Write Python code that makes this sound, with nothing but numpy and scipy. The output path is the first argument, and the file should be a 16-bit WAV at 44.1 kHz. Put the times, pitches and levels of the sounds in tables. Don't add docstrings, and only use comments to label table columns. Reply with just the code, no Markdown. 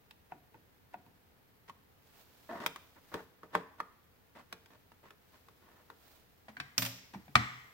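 import sys
import numpy as np
from scipy import signal
from scipy.fft import rfft, irfft, next_fast_len
from scipy.io import wavfile

SR = 44100
rng = np.random.default_rng(int(sys.argv[2]) if len(sys.argv) > 2 else 0)


def bounce(signal):
    frames = np.transpose(np.atleast_2d(signal))
    limited = np.clip(frames, -1, 1)
    pcm = np.round(limited * 32767).astype(np.int16)
    wavfile.write(sys.argv[1], SR, pcm)


N = 340893
TIME_S = np.arange(N) / SR
AGE_S = TIME_S[:SR * 3 // 5]

# start in seconds, ring in Hz, strength, hardness and push in dB.
COVER_TOUCHES = [(2.662, 1010, -33, -1, -43), (2.76, 1110, -47.5, -5, -63), (3.141, 1130, -39.5, -9, -37),
                 (3.432, 1140, -52, -17.5, -51), (3.551, 1003, -22.5, -23, -32),
                 (3.802, 1210, -33, -21, -51.5), (4.526, 1450, -43.5, -4, -52), (4.659, 1560, -65, -1, -70),
                 (4.918, 870, -59.5, -10.5, -66), (5.106, 1330, -54, -9, -61.5),
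                 (5.485, 1080, -57.5, -10, -64), (5.901, 1050, -48, -15.5, -57)]
# frequency in Hz, relative level in dB, t60 in seconds.
COVER_MODES = [(177.2, -2.5, 0.21), (273.5, -8, 0.33), (414, 1.5, 0.14), (454, 0.5, 0.24), (503, -8, 0.22)]
# start in seconds, ring in Hz, thump in Hz, strength, hardness and push in dB.
FRAME_KNOCKS = [(6.483, 744, 215, -50.5, -13.5, -55.5), (6.568, 1600, 254.5, -45, -12.5, -57),
                (6.6, 1586, 139.6, -38, -4, -47.5), (7.146, 870, 190, -48, -19, -42),
                (7.28, 730, 146, -57.5, -13, -52), (7.354, 1224, 121.2, -18.5, -6, -27)]
# frequency in Hz, relative density in dB per Hz.
FRAME_SPECTRUM = [(290, -67), (500, -18), (599, -23), (690, -7), (760, -20), (803, -4), (1240, 10),
                  (1480, 1), (1990, 11), (2850, -11), (3190, -1), (3940, -20), (7900, -14), (9740, -44),
                  (14000, -25)]
# start in seconds, ring in Hz, strength, hardness and push in dB.
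TAPS = [(.109, 850, -65.5, 8, -78), (0.32, 740, -42, -35, -54.5), (.544, 902, -54, -31, -58.5),
        (0.941, 726, -40.5, -28.5, -57.5), (1.063, 930, -65.5, -11, -63.5),
        (1.696, 1086, -46.5, -13, -62.5)]

# start in seconds, length in seconds, rasp in dB, grit in dB.
SCRAPES = [(1.678, 0.0087, -61, -65), (2.491, 0.098, -47, -73), (2.601, 0.042, -45.5, -61),
           (2.961, 0.013, -59.5, -78), (3.117, 0.086, -51.5, -76), (4.351, 0.053, -56.5, -70),
           (4.704, 0.046, -66, -75.5), (5.03, 0.052, -62, -75.5), (5.331, .03, -66, -74),
           (5.621, 0.19, -67.5, -83), (6.486, 0.0051, -55.5, -66), (7.134, 0.009, -53, -61.5)]
# time in seconds, pitch in Hz, level in dB.
SQUEAK = [(2.49, 635, -90), (2.495, 626, -43.5), (2.52, 693, -45), (2.535, 694, -39.5), (2.56, 664, -51),
          (2.58, 640, -70)]
# frequency in Hz, relative density in dB per Hz.
PLASTIC_SPECTRUM = [(50, -31), (125, -6), (310, -3), (500, -5.5), (690, -3.5), (830, -7.5), (1020, -1.5),
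                    (1250, -9), (1410, -7), (1590, -13), (1780, -8.5), (1950, -11.5), (2290, -26.5),
                    (4000, -30.5), (9000, -46.5)]
SCRAPE_ATTACK_S, SCRAPE_RELEASE_S = 0.0018, 0.0087
GRAZE_DB, GRAZE_S = -18.5, 0.0054
SLIDE_DB, SLIDE_S = -11, 0.015
SLIDE_GRIT_DB = -13
STUTTER_DB = 1.7

# start in seconds, strength in dB, push in dB.
BOUNCES = [(6.7793, -33, -36), (6.821, -36, -38.5), (6.827, -42.5, -58), (6.85, -41.5, -47),
           (6.861, -42, -43.5)]
BOUNCE_HZ, BOUNCE_HARDNESS_DB = 1570, 10.5
# frequency in Hz, relative level in dB, t60 in seconds.
STEEL_MODES = [(8900, -21, .25), (13900, -2, 0.32), (14717, -9, 0.21)]
# frequency in Hz, relative level in dB, t60 in seconds.
BENCH_MODES = [(118.5, -2, 0.32), (176, 3.5, 0.086), (262.6, -1.5, 0.21), (560, -4, 0.088),
               (630, -8.5, 0.13)]

# peak time in seconds, half-length in seconds, level in dB, left-right in dB.
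MOVES = [(2.082, 0.029, -67.5, -2), (2.19, 0.045, -61.5, -3), (2.566, 0.34, -64, -2),
         (3.15, 0.085, -63, 0.5), (4.7, 0.31, -75.5, 1), (5.35, .09, -70, 2), (5.745, 0.38, -72, 2),
         (6.103, 0.089, -63, -3.5), (7.5, 0.94, -68, 0)]
HOLD_DB = -73.5
# frequency in Hz, relative density in dB per Hz.
SKIN_SPECTRUM = [(150, -19.5), (250, -4.5), (559, -8), (620, -6), (687, -6.5), (1790, -11.5), (4300, -13.5),
                 (9610, -21.5), (15000, -13)]

# frequency in Hz, relative density in dB per Hz.
HISS_SPECTRUM = [(12, -47), (20, -4), (27, -18.5), (81, -2), (107, -5), (328, -13.5), (357, -16.5),
                 (399, -12.5), (472, -11), (574, -18), (923, -18), (1000, -21), (1760, -21.5), (7730, -41),
                 (16000, -27.5)]
# frequency in Hz, side over mid in dB.
HISS_WIDTH = [(60, -10), (110, -5), (200, -1), (380, -1.5), (700, -0.5), (1290, 1.5), (2380, 1.5),
              (4400, 1), (8120, 2), (15000, 3)]
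# frequency in Hz, side over mid in dB.
WIDTH = [(100, -19), (300, -10.5), (700, -7.5), (1200, -5.5), (2000, -1.5), (4000, 0.5), (14000, -1.5)]
# frequency in Hz, t60 in seconds.
ROOM_T60 = [(100, 0.51), (400, 0.61), (1200, 0.58), (2500, 0.66), (6000, 0.67), (10000, 0.39),
            (15000, 0.51)]
TOP_HZ = 15950


def amp(db):
    return 10 ** (np.asarray(db) / 20)


def unit(x):
    return x / np.sqrt(np.mean(x ** 2) + 1e-20)


def pulse(x):
    return unit(x) * np.sqrt(0.01 * SR / x.shape[-1])


def along(points, hz):
    f, v = np.transpose(points)
    return np.interp(np.log(hz + 1), np.log(f + 1), v)


def filtered(x, response):
    size = x.shape[-1]
    m = next_fast_len(size + 8192)
    return irfft(rfft(x, m) * response(np.fft.rfftfreq(m, 1 / SR)), m)[..., :size]


def band(x, lo_hz, hi_hz, order=2):
    edges_hz = [lo_hz, min(hi_hz, SR / 2 - 100)]
    return signal.sosfilt(signal.butter(order, edges_hz, 'band', fs=SR, output='sos'), x)


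def spread(pair, width):
    mid, side = filtered(pair, lambda hz: np.array([np.ones_like(hz), amp(along(width, hz))]))
    return np.array([mid + side, mid - side])


def noise(spectrum, width):
    coloured = filtered(rng.standard_normal((2, N)), lambda hz: amp(along(spectrum, hz)))
    return unit(spread(coloured, width))


def add(track, start_s, x):
    part = track[:, round(start_s * SR):][:, :x.shape[-1]]
    part += x[:, :part.shape[-1]]


def burst(t60_s, lo_hz, hi_hz, order=2, attack_s=0.00062):
    shape = amp(-60 * AGE_S / t60_s) * (1 - np.exp(-AGE_S / attack_s))
    pair = band(rng.standard_normal((2, len(AGE_S))) * shape, lo_hz, hi_hz, order)
    return np.array([pulse(row) for row in pair])


def ring(modes, attack_s):
    tones = 0
    for hz, db, t60_s in modes:
        turns = hz * AGE_S + np.array([[0], [-0.25]]) + rng.random()
        tones = tones + amp(db - 60 * AGE_S / t60_s) * np.sin(2 * np.pi * turns)
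    return pulse(tones * (1 - np.exp(-AGE_S / attack_s)))


def contact(hz, strength_db, hardness_db, snap_db, ring_t60_s, dense_db, body_t60_s, edge_t60_s, attack_s):
    body = amp(-3.0) * ring([(hz, 0, ring_t60_s)], attack_s)
    body = body + amp(dense_db) * burst(body_t60_s, 680, 1770, order=3, attack_s=attack_s)
    crack = burst(edge_t60_s, 1200, 3700, attack_s=attack_s)
    crack = crack + amp(snap_db) * burst(edge_t60_s, 2500, 20000, attack_s=attack_s)
    return amp(strength_db) * (body + amp(hardness_db) * crack)


def cover():
    out = np.zeros((2, N))
    for start_s, hz, strength_db, hardness_db, push_db in COVER_TOUCHES:
        knock = contact(hz, strength_db, hardness_db, snap_db=-7.0, ring_t60_s=0.011, dense_db=-7.5,
                        body_t60_s=0.02, edge_t60_s=0.019, attack_s=0.00061)
        thunk = amp(-3.5) * burst(0.14, 90, 740) + amp(-3.5) * ring(COVER_MODES, attack_s=0.0015)
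        add(out, start_s, knock + amp(push_db) * thunk)
    return out


def frame():
    bark_modes = [(725, -17.0, 0.099), (1110, -4, 0.012), (1867, 3.5, 0.021), (2300, 0.5, 0.025)]
    out = np.zeros((2, N))
    for start_s, hz, thump_hz, strength_db, hardness_db, push_db in FRAME_KNOCKS:
        knock = contact(hz, strength_db, hardness_db, snap_db=-18, ring_t60_s=0.015, dense_db=-9.0,
                        body_t60_s=0.015, edge_t60_s=0.017, attack_s=0.002)
        bark = amp(strength_db - 9.0) * ring(bark_modes, attack_s=0.0044)
        metal = filtered(rng.standard_normal((2, len(AGE_S))), lambda f: amp(along(FRAME_SPECTRUM, f)))
        ringing = amp(strength_db - 15.0) * pulse(metal * amp(-60 * AGE_S / 0.86))
        boom = ring([(thump_hz, 0, 0.18)], attack_s=0.02)
        boom = boom + amp(-2.5) * burst(0.21, 80, 260, order=3, attack_s=0.0054)
        add(out, start_s, knock + bark + ringing + amp(push_db) * boom)
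    return out


def screwdriver():
    clack_modes = [(950, -7.5, 0.017), (1465, -18.5, 0.024), (2030, -11.0, 0.0085), (2520, -10, 0.0072)]
    out = np.zeros((2, N))
    for start_s, hz, strength_db, hardness_db, push_db in TAPS:
        tap = contact(hz, strength_db, hardness_db, snap_db=-9.5, ring_t60_s=0.03, dense_db=-18.0,
                      body_t60_s=0.039, edge_t60_s=0.01, attack_s=0.0051)
        clack = amp(strength_db - 8) * ring(clack_modes, attack_s=0.0019)
        thud = amp(push_db + 2.5) * burst(0.23, 93, 330)
        add(out, start_s, tap + clack + thud)
    return out


def sliding():
    power = np.zeros((2, N))
    for start_s, length_s, rasp_db, grit_db in SCRAPES:
        rise = np.clip((TIME_S - start_s) / SCRAPE_ATTACK_S, 0, 1)
        fall = np.exp(-np.maximum(TIME_S - start_s - length_s, 0) / SCRAPE_RELEASE_S)
        power += amp([[rasp_db], [grit_db]]) ** 2 * rise * fall
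    for start_s, _, strength_db, _, push_db in TAPS + COVER_TOUCHES:
        gap_s = np.abs(TIME_S - start_s)
        graze = amp(strength_db + GRAZE_DB) ** 2 * np.exp(-gap_s / GRAZE_S)
        slide = amp(push_db + SLIDE_DB) ** 2 * np.exp(-gap_s / SLIDE_S)
        brief = np.where(TIME_S < start_s, graze, slide)
        power += np.array([brief, amp(SLIDE_GRIT_DB) ** 2 * brief])
    return np.sqrt(power)


def squeak():
    time_s, hz, db = np.transpose(SQUEAK)
    jitter = 1 + 0.027 * unit(band(rng.standard_normal(N), 17, 200))
    phase = 2 * np.pi * np.cumsum(np.interp(TIME_S, time_s, hz) * jitter) / SR
    return np.interp(TIME_S, time_s, amp(db), left=0, right=0) * np.sin(phase)


def scrapes():
    slips = rng.standard_normal((2, N))
    grain_db = 2.6 * unit(band(rng.standard_normal(N), 110, 780))
    stutter_db = STUTTER_DB * unit(band(rng.standard_normal(N), 25, 90))
    slips = slips * amp(grain_db + stutter_db)
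    rasp = unit(filtered(slips, lambda hz: amp(along(PLASTIC_SPECTRUM, hz))))
    grit = unit(band(slips, 1500, 3200, order=1))
    rasp_gain, grit_gain = sliding()
    return rasp_gain * rasp + grit_gain * grit + np.array([squeak(), np.zeros(N)])


def steel_part():
    out = np.zeros((2, N))
    for start_s, strength_db, push_db in BOUNCES:
        hit = contact(BOUNCE_HZ, strength_db - BOUNCE_HARDNESS_DB, BOUNCE_HARDNESS_DB, snap_db=-2.0,
                      ring_t60_s=0.021, dense_db=-3.5, body_t60_s=0.06, edge_t60_s=0.047, attack_s=0.0005)
        steel = amp(strength_db - 20) * ring(STEEL_MODES, attack_s=0.0005)
        bench = ring(BENCH_MODES, attack_s=0.0073) + amp(-12.5) * burst(0.2, 130, 1030)
        add(out, start_s, hit + steel + amp(push_db) * bench)
    landing = amp(-29.5) * burst(0.018, 5000, 6400, order=1) + amp(-38) * ring(STEEL_MODES, attack_s=0.0003)
    add(out, BOUNCES[0][0], landing)
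    return out


def brushing():
    power = np.full((2, N), amp(HOLD_DB) ** 2)
    for peak_s, half_length_s, db, pan_db in MOVES:
        swell = np.exp(-((TIME_S - peak_s) / half_length_s) ** 2)
        power += amp([[db + pan_db / 2], [db - pan_db / 2]]) ** 2 * swell
    pressure_db = 0.84 * unit(band(rng.standard_normal(N), 10, 39.2))
    catch_db = 1.27 * unit(band(rng.standard_normal(N), 60, 400))
    return np.sqrt(power) * amp(pressure_db + catch_db) * noise(SKIN_SPECTRUM, WIDTH)


def microphone_hiss():
    return amp(-66.0) * noise(HISS_SPECTRUM, HISS_WIDTH)


def room(x, near_db, tail_db):
    hz, t_s, z = signal.stft(rng.standard_normal((2, len(AGE_S))), SR, nperseg=256)
    decay = amp(-60 * t_s / along(ROOM_T60, hz)[:, None])
    tail = signal.istft(z * decay, SR, nperseg=256)[1][:, :len(AGE_S)]
    tail = tail * (1 - np.exp(-AGE_S / 0.004))
    near = rng.standard_normal(tail.shape) * amp(-60 * AGE_S / 0.049) * (AGE_S > 0.003)
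    answer = amp(near_db) * near / np.linalg.norm(near[0])
    answer = answer + amp(tail_db) * tail / np.linalg.norm(tail[0])
    return x + signal.fftconvolve(x, answer, axes=1)[:, :N]


def place(pair, lead_s, pan_db):
    sides = np.array([[0.5], [-0.5]])
    return filtered(pair, lambda hz: amp(pan_db * sides) * np.exp(2j * np.pi * hz * lead_s * sides))


def scene():
    close = spread(room(screwdriver() + cover() + scrapes(), near_db=-8.5, tail_db=-15.5), WIDTH)
    knocks = spread(room(frame(), near_db=-7, tail_db=-12.5), WIDTH)
    knocks = place(knocks, lead_s=0.00025, pan_db=1.0)
    clatter = spread(room(steel_part(), near_db=-19.0, tail_db=-9.0), WIDTH)
    clatter = place(clatter, lead_s=-0.000141, pan_db=-0.5)
    return close + knocks + clatter + brushing() + microphone_hiss()


def record(dry):
    return filtered(dry, lambda hz: 1 / np.sqrt(1 + (hz / TOP_HZ) ** 240))


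dry = scene()
out = record(dry)
bounce(out)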